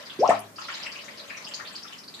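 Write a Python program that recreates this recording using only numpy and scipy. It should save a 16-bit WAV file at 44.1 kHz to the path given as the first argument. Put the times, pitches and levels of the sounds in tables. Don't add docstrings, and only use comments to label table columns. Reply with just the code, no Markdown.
import sys
import numpy as np
from scipy import signal
from scipy.fft import rfft, irfft
from scipy.io import wavfile

SR = 44100
rng = np.random.default_rng(int(sys.argv[2]) if len(sys.argv) > 2 else 0)


def master(y):
    cut = np.clip(np.atleast_2d(y).T, -1, 1)
    pcm = np.round(cut * 32767)
    wavfile.write(sys.argv[1], SR, pcm.astype(np.int16))


N = 97020
TIME = np.arange(N) / SR

BOWL_T60_S, BUBBLE_BOWL_T60_S, BOWL_GAP_S = 0.12, 0.11, 0.003
ROOM_T60_S, ROOM_GAP_S = 0.3, 0.012
GULP_ATTACK_S = 0.002


def from_db(db):
    return 10 ** (np.asarray(db) / 20)


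def rms_one(x):
    return x / np.sqrt(np.mean(x ** 2) + 1e-20)


def at_hz(points, hz):
    known_hz, values = np.transpose(points)
    return np.interp(np.log(np.maximum(hz, 1)), np.log(known_hz), values)


def pan(db):
    return from_db(db * np.array([[0.5], [-0.5]]))


def add(out, start_s, x):
    i = int(np.clip(start_s * SR, 0, N - 1))
    out[:, i:i + x.shape[1]] += x[:, :N - i]


def diffuse(size, spectrum=None):
    # frequency in Hz, correlation from 0 to 1.
    likeness = [(40, 0.31), (100, 0.75), (300, 0.64), (700, 0.34), (1400, 0), (3000, 0)]
    hz = np.fft.rfftfreq(size, 1 / SR)
    mid, side = rfft(rng.standard_normal((2, size)))
    alike = at_hz(likeness, hz)
    stereo = np.sqrt(1 + alike) * mid + np.sqrt(1 - alike) * side * [[1], [-1]]
    gain = from_db(at_hz(spectrum, hz)) if spectrum else 1
    return rms_one(irfft(gain * stereo, size))


def echoes(x, t60, gap_s):
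    t = TIME[:SR // 2]
    tail = diffuse(len(t)) * from_db(-60 * t / t60) * (t > gap_s)
    tail /= np.sqrt(np.sum(tail ** 2) / 2)
    return signal.fftconvolve(np.atleast_2d(x), tail, axes=1)[:, :x.shape[-1]]


def ping(hz):
    snap_ratio, snap_t60_cycles, snap_db = 1.17, 6.5, 5
    swell_s = 0.0009 * np.sqrt(4000 / hz)
    octaves_per_swell = 0.095
    t = TIME[:SR // 20]
    swells, cycles = t / swell_s, t * hz
    pitch = hz * 2 ** (octaves_per_swell * (np.minimum(swells, 4) - 1.5))
    ring = np.sin(2 * np.pi * np.cumsum(pitch) / SR) * swells * np.exp(1 - swells)
    snap = np.sin(2 * np.pi * cycles * snap_ratio) * from_db(snap_db - 60 * cycles / snap_t60_cycles)
    return ring + snap * (1 - np.exp(-cycles ** 2))


def noise_floor():
    # frequency in Hz, relative spectral density in dB.
    spectrum = [(30, -21), (55, -12.5), (100, -4.5), (200, 2), (400, -1.5), (650, -6.5), (1200, -4.5),
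                (3000, -17), (8000, -16), (14000, -20.5)]
    return from_db(-51) * diffuse(N, spectrum)


def pipe():
    # centre in Hz, half-width in Hz, relative level in dB.
    modes = [(487, 44, 3), (576, 29, 10), (636, 45, 7), (1025, 69, 1.5)]
    # time in seconds, level in dB.
    envelope = [(0, -45.5), (.12, -65.5), (.5, -61), (.7, -56.5), (1.15, -52.5), (1.4, -55.5), (1.7, -54.5),
                (2.2, -104)]
    hz = np.fft.rfftfreq(N, 1 / SR)
    response = sum(from_db(db) / (1 + 2j * (hz - centre) / width) ** 2 for centre, width, db in modes)
    ringing = rms_one(irfft(rfft(diffuse(N)) * response, N))
    return ringing * from_db(np.interp(TIME, *np.transpose(envelope)))


def trickle():
    # time in seconds, relative level in dB.
    flow_levels = [(0, 4.5), (.2, 5), (.36, 7.5), (.46, -3.5), (.54, -17), (.6, 6.5), (.72, 11.5),
                   (.88, 8.5), (1.05, 2.5), (1.26, 2), (1.4, 3.5), (1.6, 4), (1.76, 5), (1.82, -3.5),
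                   (1.9, 3), (2.05, -8.5), (2.2, -0.5)]
    # pitch in Hz, relative level in dB.
    fizz_spectrum = [(600, -14.5), (1050, 3.5), (1600, 1.5), (2500, 6), (3500, 3.5), (5000, 3.5),
                     (7000, -4.5), (10000, -29)]
    bubbles_per_s, spread_db, bowl_db, level_db = 900, 2.0, 15, -45
    run_in = SR // 5
    size = N + run_in
    flow = from_db(np.interp(TIME, *np.transpose(flow_levels)))
    flow = np.pad(flow, (run_in, 0), "edge")
    out, pitches = np.zeros((2, size)), np.geomspace(600, 10000, 24)
    for hz in pitches:
        onsets = rng.random(size) < bubbles_per_s / len(pitches) / SR
        strengths = from_db(spread_db * np.minimum(rng.exponential(1, size), 4))
        crowd = rms_one(signal.oaconvolve(onsets * strengths, ping(hz))[:size])
        direct = crowd * flow * from_db(at_hz(fizz_spectrum, hz))
        out += direct + from_db(bowl_db) * echoes(direct, BUBBLE_BOWL_T60_S, BOWL_GAP_S)
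    return from_db(level_db) * rms_one(out[:, run_in:]) * pan(db=2.5)


def pops():
    # start in seconds, pitch in Hz, relative level in dB, left over right in dB.
    bubbles = [(0.059, 4750, -47.5, 0), (0.098, 3290, -42.5, -0.5), (0.199, 5380, -43, 3),
               (0.256, 2960, -48.5, 6), (0.276, 2750, -43.5, 5), (0.296, 1830, -36, 6),
               (0.56, 4880, -48, 2), (0.584, 1257, -40.5, 3), (0.583, 2950, -48.5, 1),
               (0.592, 7100, -57.5, 10), (0.615, 4940, -46.5, 1), (0.641, 4050, -45.5, -5.5),
               (0.685, 1320, -40, 2), (0.684, 2004, -42.5, -2), (0.696, 4600, -50, 0),
               (0.738, 5240, -47, 6), (0.743, 4180, -40, -2), (0.751, 6560, -52, 9), (0.814, 4040, -48, -6),
               (0.828, 4960, -41.5, 2.5), (0.86, 2140, -42, 3), (0.86, 7900, -57.5, 10),
               (0.861, 2700, -38.5, 3), (0.919, 4900, -43.5, 1), (0.955, 2610, -43, 3),
               (0.986, 3000, -45, 0), (1.011, 4900, -50, 1), (1.044, 6380, -54, 10.5),
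               (1.082, 2190, -45, 6), (1.174, 4700, -48, 4), (1.195, 4010, -43.5, -1),
               (1.28, 6970, -59.5, 8), (1.299, 2395, -41.5, 7), (1.304, 1790, -43, 3.5),
               (1.346, 2460, -45, 3), (1.371, 2200, -45.5, 1), (1.37, 5820, -48, 7),
               (1.444, 4870, -42.5, 1.5), (1.467, 3000, -43, 2), (1.483, 7380, -51, 5),
               (1.512, 3020, -44.5, 0), (1.538, 4620, -36.5, 1.5), (1.545, 6470, -55.5, 31),
               (1.594, 1275, -44.5, 7.5), (1.601, 1740, -43.5, 8), (1.651, 3500, -47.5, -6),
               (1.672, 4440, -43, -0.5), (1.728, 7800, -56.5, 9), (1.755, 4610, -39.5, 1),
               (1.829, 5290, -44.5, 4.5), (1.844, 1360, -50.5, 7.5), (1.877, 3470, -49.5, -1),
               (1.877, 5300, -56, 8), (1.926, 2990, -44.5, 1), (1.929, 6960, -61, 11),
               (1.983, 5150, -47.5, 3), (2.036, 4440, -51.5, 0), (2.079, 4640, -45, 1.5),
               (2.14, 3970, -43.5, 0), (2.142, 7500, -59, 11), (2.193, 4360, -48, 0)]
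    reflection_s, reflection_db = 0.0065, -13.5
    gain_db, bowl_db, room_db = 1.5, 8, -6.5
    out = np.zeros((2, N))
    for start_s, hz, db, pan_db in bubbles:
        direct = np.pad(ping(hz), (0, SR // 5))
        lags = (reflection_s * SR * rng.uniform(0.7, 1.3, 2)).astype(int)
        reflection = from_db(reflection_db) * np.array([np.roll(direct, lag) for lag in lags])
        pop = direct + reflection + from_db(bowl_db) * echoes(direct, BUBBLE_BOWL_T60_S, BOWL_GAP_S)
        pop /= np.sqrt(np.mean(pop[:, :SR // 40] ** 2, axis=1, keepdims=True))
        add(out, start_s, pop * from_db(db + gain_db) * pan(pan_db))
    return out + from_db(room_db) * echoes(out, ROOM_T60_S, ROOM_GAP_S)


def ticks():
    # start in seconds, pitch in Hz, level in dB.
    bursts = [(.277, 5650, -25), (.294, 7500, -28)]
    out = np.zeros((2, N))
    for start_s, hz, db in bursts:
        add(out, start_s, from_db(db) * ping(hz)[None])
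    return out + from_db(-7.5) * echoes(out, BOWL_T60_S, BOWL_GAP_S)


def sprays():
    # start in seconds, level in dB, T60 in seconds, lower and upper band edges in Hz.
    showers = [(0.293, -29.5, 0.31, 1300, 2660), (.297, -37, 0.21, 3100, 8670),
               (0.393, -34.5, 0.009, 5960, 12800), (0.401, -41.5, 0.073, 8700, 11900)]
    out, t = np.zeros((2, N)), TIME[:SR // 2]
    for start_s, db, t60, low_hz, high_hz in showers:
        band = signal.butter(4, [low_hz, high_hz], "band", fs=SR, output="sos")
        hiss = rms_one(signal.sosfilt(band, diffuse(len(t))))
        add(out, start_s, hiss * from_db(db - 60 * t / t60))
    return out


def thumps():
    # start in seconds, level in dB.
    knocks = [(0.191, -28.5), (.290, -22.5)]
    pitch_hz, t60 = 195, 0.056
    out, t = np.zeros((2, N)), TIME[:SR // 5]
    envelope = from_db(-60 * t / t60) * (1 - np.exp(-t / GULP_ATTACK_S))
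    knock = np.sin(2 * np.pi * pitch_hz * t) * envelope
    for start_s, db in knocks:
        add(out, start_s, from_db(db) * knock[None])
    return out


def gulps():
    # time in seconds, pitch in Hz, level in dB.
    sweeps = [
        [(.190, 322, -25.5), (.203, 408, -25), (.226, 595.5, -19.5), (.234, 750, -14), (.248, 1079, -23.5),
         (.256, 1242, -34.5), (.267, 1380, -40)],
        [(.290, 558, -3.5), (.294, 674, -13.5), (.303, 704, -18.5), (.309, 887, -20), (.316, 1273, -25.5),
         (.323, 1337, -33), (.328, 1400, -54)],
    ]
    # frequency in Hz, relative level in dB, T60 in seconds.
    low_modes = [(107.1, -40, 0.78), (159.5, -36.5, 0.23), (210.1, -32, 0.36), (286, -25.5, 0.24),
                 (410.6, -39, 0.43), (644, -21, 0.32), (708, -35, 0.34), (807, -24, 0.27)]
    # delay in seconds, left gain in dB, right gain in dB.
    walls = [(0.0127, -6.5, -15), (0.029, -19, -13)]
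    release_s, mode_swell_s, mode_db_per_gulp_db = 0.0027, 0.041, 0.13
    pan_db_per_octave, centred_hz = 5, 452
    last_onset_db = sweeps[-1][0][2]
    direct, ringing, reflections = np.zeros((3, 2, N))
    for sweep in sweeps:
        times, hz, db = np.transpose(sweep)
        pitch = np.interp(TIME, times, hz)
        age = np.maximum(TIME - times[0], 0)
        attack = np.sin(np.pi / 2 * np.minimum(age / GULP_ATTACK_S, 1)) ** 2
        release = np.exp(-np.maximum(TIME - times[-1], 0) / release_s)
        phase = 2 * np.pi * np.cumsum(pitch * (age > 0)) / SR
        tone = np.sqrt(2) * np.sin(phase) * attack * release * from_db(np.interp(TIME, times, db))
        direct += tone * pan(pan_db_per_octave * np.log2(pitch / centred_hz))
        drive = from_db(mode_db_per_gulp_db * (db[0] - last_onset_db)) * (1 - np.exp(-age / mode_swell_s))
        for mode_hz, mode_db, t60 in low_modes:
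            reached = np.clip(2 * pitch / mode_hz - 1, 0, 1) ** 4
            mode = np.sin(2 * np.pi * mode_hz * age) * from_db(mode_db - 60 * age / t60)
            ringing += drive * reached * mode
    low_cut = signal.butter(3, 450, "high", fs=SR, output="sos")
    thrown = signal.sosfilt(low_cut, direct + 1e-18)
    for delay_s, left_db, right_db in walls:
        add(reflections, delay_s, thrown * from_db([[left_db], [right_db]]))
    bowl = from_db(-4.5) * echoes(thrown, BOWL_T60_S, BOWL_GAP_S)
    room = from_db(-5.5) * echoes(thrown, ROOM_T60_S, ROOM_GAP_S)
    return direct + ringing + reflections + bowl + room


def scene():
    return gulps() + thumps() + sprays() + ticks() + pops() + trickle() + pipe() + noise_floor()


def record(dry):
    low_cut = signal.butter(3, 73, "high", fs=SR, output="sos")
    high_cut = signal.ellip(10, 0.1, 80, 14750, fs=SR, output="sos")
    return signal.sosfilt(high_cut, signal.sosfilt(low_cut, dry))


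dry = scene()
out = record(dry)
master(out)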